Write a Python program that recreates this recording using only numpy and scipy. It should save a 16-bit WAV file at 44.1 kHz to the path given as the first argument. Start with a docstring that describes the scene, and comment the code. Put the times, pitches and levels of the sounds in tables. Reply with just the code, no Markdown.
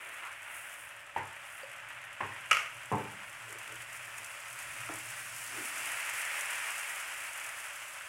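"""Batter on a hot pan

Batter sizzles over a gas flame in a small tiled kitchen: random bursts sound as crackle, spatter and fizz,
with sharp spits of oil, over filtered noise for the flame and the still air. A ladle knocks in the bowl
and is put down with a clank; the pan bumps off its support: pulses and decaying modes. The pan is tilted
round, so that batter runs onto hot metal and the sizzle swells."""
import sys
import numpy as np
from scipy import signal
from scipy.fft import rfft, irfft
from scipy.io import wavfile

SR = 44100
rng = np.random.default_rng(int(sys.argv[2]) if len(sys.argv) > 2 else 0)


def master(y):
    """Save y as 16-bit WAV."""
    cut = np.clip(np.atleast_2d(y).T, -1, 1)
    pcm = np.round(cut * 32767)  # scale
    wavfile.write(sys.argv[1], SR, pcm.astype(np.int16))


N = 356724
TIME = np.arange(N) / SR   # s

# How hard the batter boils, in big bubbles and in small.
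# Each row: time in seconds, crackle in dB and spatter in dB, both ahead of the trims in sizzle_levels.
BOIL = [(0.0, -45, -64.5), (0.52, -47, -66), (0.7, -46.5, -63.5), (0.92, -49.5, -67), (1.17, -50.5, -67),
        (1.64, -47.5, -64), (2.03, -47, -66.5), (2.39, -46.5, -63.5), (3.26, -48, -62), (3.74, -45.5, -60),
        (4.08, -47, -59.5), (4.82, -44, -55), (5.5, -45, -52.5), (5.88, -38.5, -49.5), (6.11, -38, -50),
        (6.58, -38, -50.5), (7.79, -45.5, -56.5), (8.09, -47, -58)]
FULL_BOIL_DB = -49.5   # spatter column of BOIL when the tilted pan is freshly coated
# Travel of the first echoes off splashback, stove top and facing wall, one column: delay in seconds.
ECHO_DELAYS = [.0015, .00247, .00787]


def from_db(db):
    """Amplitude gain is ten to the power of decibels over twenty."""
    return 10 ** (np.asarray(db) / 20)


def rms_one(x):
    """Dividing by the root of the mean power brings a signal to rms 1."""
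    return x / np.sqrt(np.mean(x ** 2) + 1e-20)


def in_time(rows):
    """Linear interpolation gives each column of a time curve a value at every sample."""
    seconds, *columns = np.transpose(rows)
    return [np.interp(TIME, seconds, column) for column in columns]


def at_hz(points, hz):
    """Interpolation on a log-frequency axis, where equal steps are equal musical intervals."""
    table_hz, values = np.array(points).T
    return np.interp(np.log(np.maximum(hz, 1)), np.log(table_hz), values)


def through(x, response):
    """Convolution: every sample of x starts its own copy of the impulse response."""
    return signal.oaconvolve(x, response)[:N]


def band(x, low_hz, high_hz):
    """A second-order Butterworth design passes a band with gentle slopes."""
    edges_hz = [low_hz, min(high_hz, SR / 2 - 1)]
    return signal.sosfilt(signal.butter(2, edges_hz, "band", fs=SR, output="sos"), x)


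def snap(colour, size=8192):
    """Minimum phase: folding the cepstrum gives the most compact causal pulse of a spectrum; peak 1."""
    hz = np.maximum(np.fft.rfftfreq(size, 1 / SR), 1)
    octaves_outside = np.abs(np.log2(hz / np.clip(hz, colour[0][0], colour[-1][0])))
    spectrum_db = at_hz(colour, hz) - 24 * octaves_outside
    cepstrum = irfft(np.log(from_db(spectrum_db)))
    cepstrum[size // 2:] = 0
    pulse = irfft(np.exp(rfft(2 * cepstrum)))[:size // 2]
    return pulse / np.abs(pulse).max()


def clicks(rows):
    """An ideal contact is an impulse: one for each pair of seconds and dB."""
    out = np.zeros(N)
    for s, db in rows:
        out[round(s * SR)] += from_db(db)
    return out


def starting_at(s, sound):
    """Delay by leading silence places a short sound at its moment."""
    return np.pad(sound, (round(s * SR), N))[:N]


def swell(s, length):
    """A Gaussian envelope rises and falls smoothly around a moment; top 1."""
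    return np.exp(-(2 * (TIME - s) / length) ** 2)


def ring(hz, t60, rise_s):
    """A damped mode: one second of a sine that swells briefly and dies away exponentially."""
    t = TIME[:SR]
    decay = from_db(-60 * t / t60)
    return np.sin(2 * np.pi * hz * t) * decay * (1 - np.exp(-t / rise_s))


def struck(s, modes, ring_db, rise_s):
    """Modal superposition: a blow sets all modes ringing, neighbours in opposite sense."""
    total = sum((-1) ** k * from_db(db + ring_db) * ring(hz, t60, rise_s)
                for k, (hz, db, t60) in enumerate(modes))
    return starting_at(s, total)


def kitchen(x, wet_db, build_s=0.0034):
    """Diffuse reverberation: direct sound plus a noise tail off the tiles, each band with its own decay."""
    # Each row: frequency in Hz, reverberation time (60 dB decay) in seconds.
    room_t60 = [(100, 0.7), (500, 0.43), (2000, 0.53), (6000, 0.36), (14000, 0.038)]
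    t, edges = TIME[:SR * 3 // 4], np.geomspace(40, 20000, 10)
    hz = np.fft.rfftfreq(len(t), 1 / SR)
    white = rfft(rng.standard_normal(len(t)))
    tail = 0
    for low, high in zip(edges, edges[1:]):
        t60 = at_hz(room_t60, np.sqrt(low * high))
        band_noise = irfft(white * (hz >= low) * (hz < high), len(t))
        tail = tail + band_noise * from_db(-60 * t / t60)
    tail = tail * (1 - np.exp(-(t / build_s) ** 2))
    return x + from_db(wet_db) * through(x, tail / np.linalg.norm(tail))


def scatter(train, near_db, near_t60, far_db, far_t60):
    """Incoherent scattering: echo powers off the pan's rim, near wall and far tiles add, with random phase."""
    t = TIME[:SR // 2]

    def echo_power(db, t60):
        """Exponential decay of echo power, with its sum set relative to the burst."""
        decay = from_db(-60 * t / t60) ** 2
        return from_db(db) ** 2 * decay / decay.sum()

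    power = through(train ** 2, echo_power(near_db, near_t60) + echo_power(far_db, far_t60))
    return train + np.sqrt(np.abs(power)) * rng.standard_normal(N)


def drift(rate):
    """Slow random modulation: chance values, rate per second, joined by straight lines; rms 1."""
    knots = rng.standard_normal(int(N / SR * rate) + 2)
    return rms_one(np.interp(TIME * rate, np.arange(len(knots)), knots))


def bursts(per_s, spread_db, largest=4.3):
    """Random bursting: independent impulses of random size and sign, with power evened over the rate."""
    size_db = spread_db * np.minimum(rng.exponential(1, N), largest)
    sizes = from_db(size_db) * rng.choice([-1, 1], N)
    return rms_one(sizes * (rng.random(N) < per_s / SR) / np.sqrt(per_s))


def sizzle_levels():
    """Source strength follows the boil: fizz tracks spatter; drips lift fizz, and crackle a little."""
    # Batter drips from the ladle onto bare metal and hisses.
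    # Each row: middle in seconds, length in seconds, rise of the fizz in dB.
    drip_rows = [(0.083, 0.5, 6), (0.583, 0.22, 13), (0.83, 0.2, 9.5), (1.557, 0.15, 8)]
    crackle_db, spatter_db = in_time(BOIL)
    drip_db = sum(db * swell(s, length) for s, length, db in drip_rows)
    fizz_db = -46 + 1.165 * (spatter_db - FULL_BOIL_DB) + drip_db
    return crackle_db - 0.58 + 0.12 * drip_db, spatter_db + 2.5, fizz_db


def sizzle():
    """Boiling noise: more wet batter on hot metal means more bursts, partly shared by every register."""
    # Colours of the bursts. Each row: frequency in Hz, relative level in dB.
    crackle_colour = [(200, -49.5), (310, -21.5), (400, -21), (490, -15.5), (570, -12.5), (760, -8),
                      (1080, -3.5), (1500, 1.5), (2050, -1.5), (2750, -1.5), (3300, -9.5), (3800, -20),
                      (4600, -30)]
    spatter_colour = [(3000, -6), (4000, -8.5), (5000, -3), (6500, -2), (8000, 1.5), (9000, -2),
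                      (10500, -5.5), (13000, -16), (16000, -40)]
    fizz_colour = [(5000, -16.5), (7500, -5), (9000, 2.5), (10200, 1), (11500, -3), (13000, -9.5),
                   (14500, -9), (16000, -11)]
    crackle_db, spatter_db, fizz_db = sizzle_levels()
    per_s = np.minimum(2400 * from_db(.8 * (spatter_db + 55)), SR / 2)
    common = bursts(per_s, spread_db=3.5, largest=4.64)
    blisters = from_db(-11.5) * bursts(per_s / 45, spread_db=1.5, largest=6.3)   # rare, large pops
    clumps_db = .5 * drift(rate=49)

    def register(colour, level_db, share, spread_db, flutter_db):
        """Partial correlation: shared and own bursts mix by power, then take one colour."""
        own = bursts(per_s, spread_db)
        train = np.sqrt(share) * common + np.sqrt(1 - share) * own + blisters
        train = scatter(train, near_db=-2.5, near_t60=0.031, far_db=-1, far_t60=0.66)
        sound = rms_one(through(train, snap(colour)))
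        return sound * from_db(level_db + clumps_db + flutter_db * drift(rate=21))

    crackle = register(crackle_colour, crackle_db, share=0.24, spread_db=2.5, flutter_db=0.45)
    # a fiercer boil makes smaller bubbles, which lift the upper part of the crackle
    fierce = np.clip(0.035 * (crackle_db + 53), 0, 1)
    crackle = (crackle + fierce * band(crackle, 1710, 2770)) / (1 + 0.23 * fierce)
    spatter = register(spatter_colour, spatter_db, share=0.64, spread_db=-1.0, flutter_db=0.2)
    fizz = register(fizz_colour, fizz_db, share=0.19, spread_db=2.5, flutter_db=1.13)
    return kitchen(crackle + spatter + fizz, wet_db=-15.5)


def spits():
    """Impulsive radiation: oil spits with a sharp snap and a short spray; random spits grow with the boil."""
    # Spits at set moments. Each row: time in seconds, level in dB ahead of a common cut of 5.5 dB.
    spit_rows = [(3.5264, -28.5), (3.5862, -28), (4.1794, -31), (4.1824, -24), (4.2453, -25.5),
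                 (4.939, -25), (5.4745, -26), (5.8581, -24), (6.097, -22), (6.2517, -23), (6.4096, -18),
                 (6.7046, -21)]
    # Each row: frequency in Hz, relative level in dB.
    spit_colour = [(1300, -3), (2700, -6), (4000, -18), (6000, -1), (8500, 4), (11000, 0.5), (13000, -5),
                   (15500, -22)]
    per_s, at_full_boil_db, spread_db = 26, -31, 2.0
    _, spatter_db = in_time(BOIL)
    size_db = at_full_boil_db + .75 * (spatter_db - FULL_BOIL_DB)
    luck_db = spread_db * np.clip(rng.standard_normal(N), -2, 2)
    random_spits = from_db(size_db + luck_db) * (rng.random(N) < per_s / SR)
    snaps = from_db(-5.5) * clicks(spit_rows) + random_spits
    spray = scatter(snaps, near_db=5, near_t60=.035, far_db=-3, far_t60=.35)
    return through(spray, snap(spit_colour))


def background():
    """Filtered noise: the gas flame's low murmur over the still air of the kitchen."""
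    # The flame's strength. Each row: time in seconds, rms level in dB.
    flame_rows = [(0, -77), (1.5, -72.5), (2.6, -63), (3.9, -64.5), (4.4, -72), (4.8, -56.5), (6.2, -74.5),
                  (8.09, -81)]
    # Colours of flame and air. Each row: frequency in Hz, relative level in dB.
    flame_colour = [(25, -24), (45, -11), (60, -14), (78, -26), (100, -9), (117, 6), (140, -6.5),
                    (175, -19), (300, -20), (600, -29)]
    air_colour = [(12, -46), (20, -34), (48, -7.5), (112, -4), (201, -14.5), (309, -9), (404, -15.5),
                  (512, -14.5), (568, 5), (700, -1.5), (910, -15), (1540, -120)]
    flame_db, = in_time(flame_rows)
    flame = from_db(flame_db) * rms_one(through(rng.standard_normal(N), snap(flame_colour)))
    air = from_db(-64.5) * rms_one(through(rng.standard_normal(N), snap(air_colour)))
    return flame + air


def rubs():
    """Friction noise: short swells of a narrow band for slops of batter and a hand on the handle."""
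    # Each row: middle in seconds, length in seconds, centre in Hz, rms level at the top of the swell in dB.
    rub_rows = [(.08, 0.3, 407, -66.5), (0.267, 0.064, 1340, -42), (3.124, .1, 150, -73),
                (3.53, 0.14, 394, -58.5), (3.722, 0.11, 350, -60), (5.597, 0.11, 312, -51.5),
                (5.68, 0.43, 297, -63.5)]
    total = np.zeros(N)
    for s, length, hz, db in rub_rows:
        friction = rms_one(band(rng.standard_normal(N), hz * 0.78, hz * 1.3))
        total += from_db(db) * swell(s, length) * friction
    return total


def knocks():
    """Impact excitation: a damped ring, a thud, a faint after-ring and slowly swelling low room modes."""
    # Knocks and ticks of ladle, bowl and pan handle.
    # Each row: start in seconds, ring level in dB, ring in Hz, its 60 dB decay in seconds, thud level in dB.
    knock_rows = [(1.1627, -17.5, 916, 0.035, -30.5), (1.6295, -37, 4660, 0.0097, -70),
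                  (1.632, -38.5, 556, 0.095, -58), (2.2052, -27.5, 1065, 0.09, -31),
                  (2.3217, -22, 1900, 0.012, -62), (4.079, -29.5, 1750, 0.016, -54),
                  (4.1814, -27.5, 2550, 0.015, -49), (4.89, -26, 1290, 0.018, -44),
                  (4.895, -29, 690, 0.018, -47), (4.897, -36.5, 321, .06, -43)]
    # Each row: frequency in Hz, relative level in dB.
    thud_colour = [(60, -12), (120, -8), (400, 0), (650, -3), (900, 7.5), (1250, -1.5), (1800, 2),
                   (2800, -7.5), (4000, -28), (9000, -30)]
    # Low modes of the room, one column: frequency in Hz.
    room_modes_hz = [99.2, 100, 134.3]
    rings, tails = np.zeros((2, N))
    boom = sum(ring(hz, t60=0.35, rise_s=0.11) for hz in room_modes_hz)
    for s, ring_db, hz, t60, thud_db in knock_rows:
        rings += starting_at(s, from_db(ring_db) * ring(hz, t60, rise_s=0.0017))
        # three detuned modes beat with one another
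        after = sum(ring(hz * ratio, t60=.27, rise_s=.012) for ratio in (.91, .985, 1.035))
        tails += starting_at(s, from_db(thud_db - 14) * after + from_db(thud_db - 8.5) * boom)
    blows = clicks([(s, thud_db) for s, *_, thud_db in knock_rows])
    thuds = scatter(blows, near_db=-8.0, near_t60=0.065, far_db=16.0, far_t60=0.41)
    return kitchen(rings, wet_db=-8.0) + through(thuds, snap(thud_colour)) + tails


def ladle():
    """Modal ringing, steel on steel: a bright, buzzing crack and bounces, then the modes ring on."""
    # The steel ladle lands and bounces. Each row: time in seconds, peak of the direct contact in dB.
    clank_rows = [(2.5118, -12.5), (2.5148, -10.5), (2.5295, -14.5), (2.549, -21), (2.5698, -17)]
    # Modes of the ladle. Each row: frequency in Hz, relative level in dB, 60 dB decay in seconds.
    ladle_modes = [(1186, -6, .45), (1224, -5, .42), (1247, -3, .45), (1279, 0, .4), (1386, -7, .42),
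                   (1440, -6, .45), (1599, -7, .45), (1992, -6, .38), (2079, -5, .4), (2152, -4, .4),
                   (2172, -6, .4), (2329, -3, .4), (2416, -5, .36), (2465, -4, .38), (2573, -4, .27),
                   (2762, 1, .28), (2816, 2, .27), (2862, 2, .26), (2925, 0, .22), (4947, -20, .3),
                   (5712, -16, .3), (5911, -17, .3), (6325, -19, .28)]
    # Each row: frequency in Hz, relative level in dB.
    clank_colour = [(100, -29), (350, -20), (520, -6.5), (950, -9.5), (1250, 9.5), (1750, -1), (2200, 7),
                    (2900, 3.5), (3700, -18.5), (6000, -11), (8000, -15.5), (11000, -19.5), (15500, -36)]
    chatter = scatter(clicks(clank_rows), near_db=2.5, near_t60=.02, far_db=2, far_t60=.47)
    ringing = struck(clank_rows[0][0], ladle_modes, ring_db=-36.5, rise_s=.001)
    return through(chatter, snap(clank_colour)) + ringing


def pan_lift():
    """Structure-borne sound: heavy, soft contacts set the modes of pan and stove top booming."""
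    # The pan bumps and rattles over its support as it is lifted.
    # Each row: time in seconds, peak of the direct contact in dB.
    bump_rows = [(2.9165, -21.5), (2.9225, -35), (2.927, -22), (2.937, -24), (2.947, -28), (2.964, -31),
                 (3.001, -33.5)]
    # Modes of pan and stove top. Each row: frequency in Hz, relative level in dB, 60 dB decay in seconds.
    stove_modes = [(98.6, -2, 0.38), (113.7, -3, 0.5), (141, 1.5, 0.35), (218.6, -1, 0.38),
                   (309, -17, 0.62), (417, -1, 0.26), (441, -2, 0.36), (730, 1, 0.32), (845, -11, 0.32),
                   (860, -3, 0.15), (980, -1, 0.2), (1056, 5, 0.16)]
    # Each row: frequency in Hz, relative level in dB.
    bump_colour = [(40, -25), (100, -13), (200, 1), (330, -7.5), (450, 4), (660, -11.5), (850, 3.5),
                   (1150, -5), (1450, -18.5), (2700, -22), (4000, -40)]
    thud = through(clicks(bump_rows), snap(bump_colour))
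    boom = struck(bump_rows[0][0], stove_modes, ring_db=-35, rise_s=.009)
    return kitchen(thud, wet_db=-2) + boom


def near_walls(x):
    """Comb filtering: close surfaces add a few slightly dulled echoes to the direct sound."""
    # First echoes off the splashback, the stove top and the facing wall.
    # Each row: delay in seconds, signed gain as a ratio, upper edge in Hz (held below half the sample rate).
    echo_rows = [(ECHO_DELAYS[0], 0.016, 15000), (ECHO_DELAYS[1], -0.027, 24000), (ECHO_DELAYS[2],
                 -0.12, 5400)]
    out = x
    for delay_s, gain, edge_hz in echo_rows:
        echo = np.interp(TIME - delay_s, TIME, band(x, 23, edge_hz), left=0)
        out = out + gain * echo
    return out


def scene():
    """Linear superposition at one microphone, the same in both channels."""
    echoed = near_walls(sizzle() + spits() + background() + rubs())
    mono = echoed + knocks() + ladle() + pan_lift()
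    return np.array([mono, mono])


def record(dry):
    """Band limiting: an elliptic low-pass cuts the top steeply above 15850 Hz."""
    return signal.sosfilt(signal.ellip(12, .1, 80, 15850, fs=SR, output="sos"), dry)


dry = scene()
out = record(dry)
master(out)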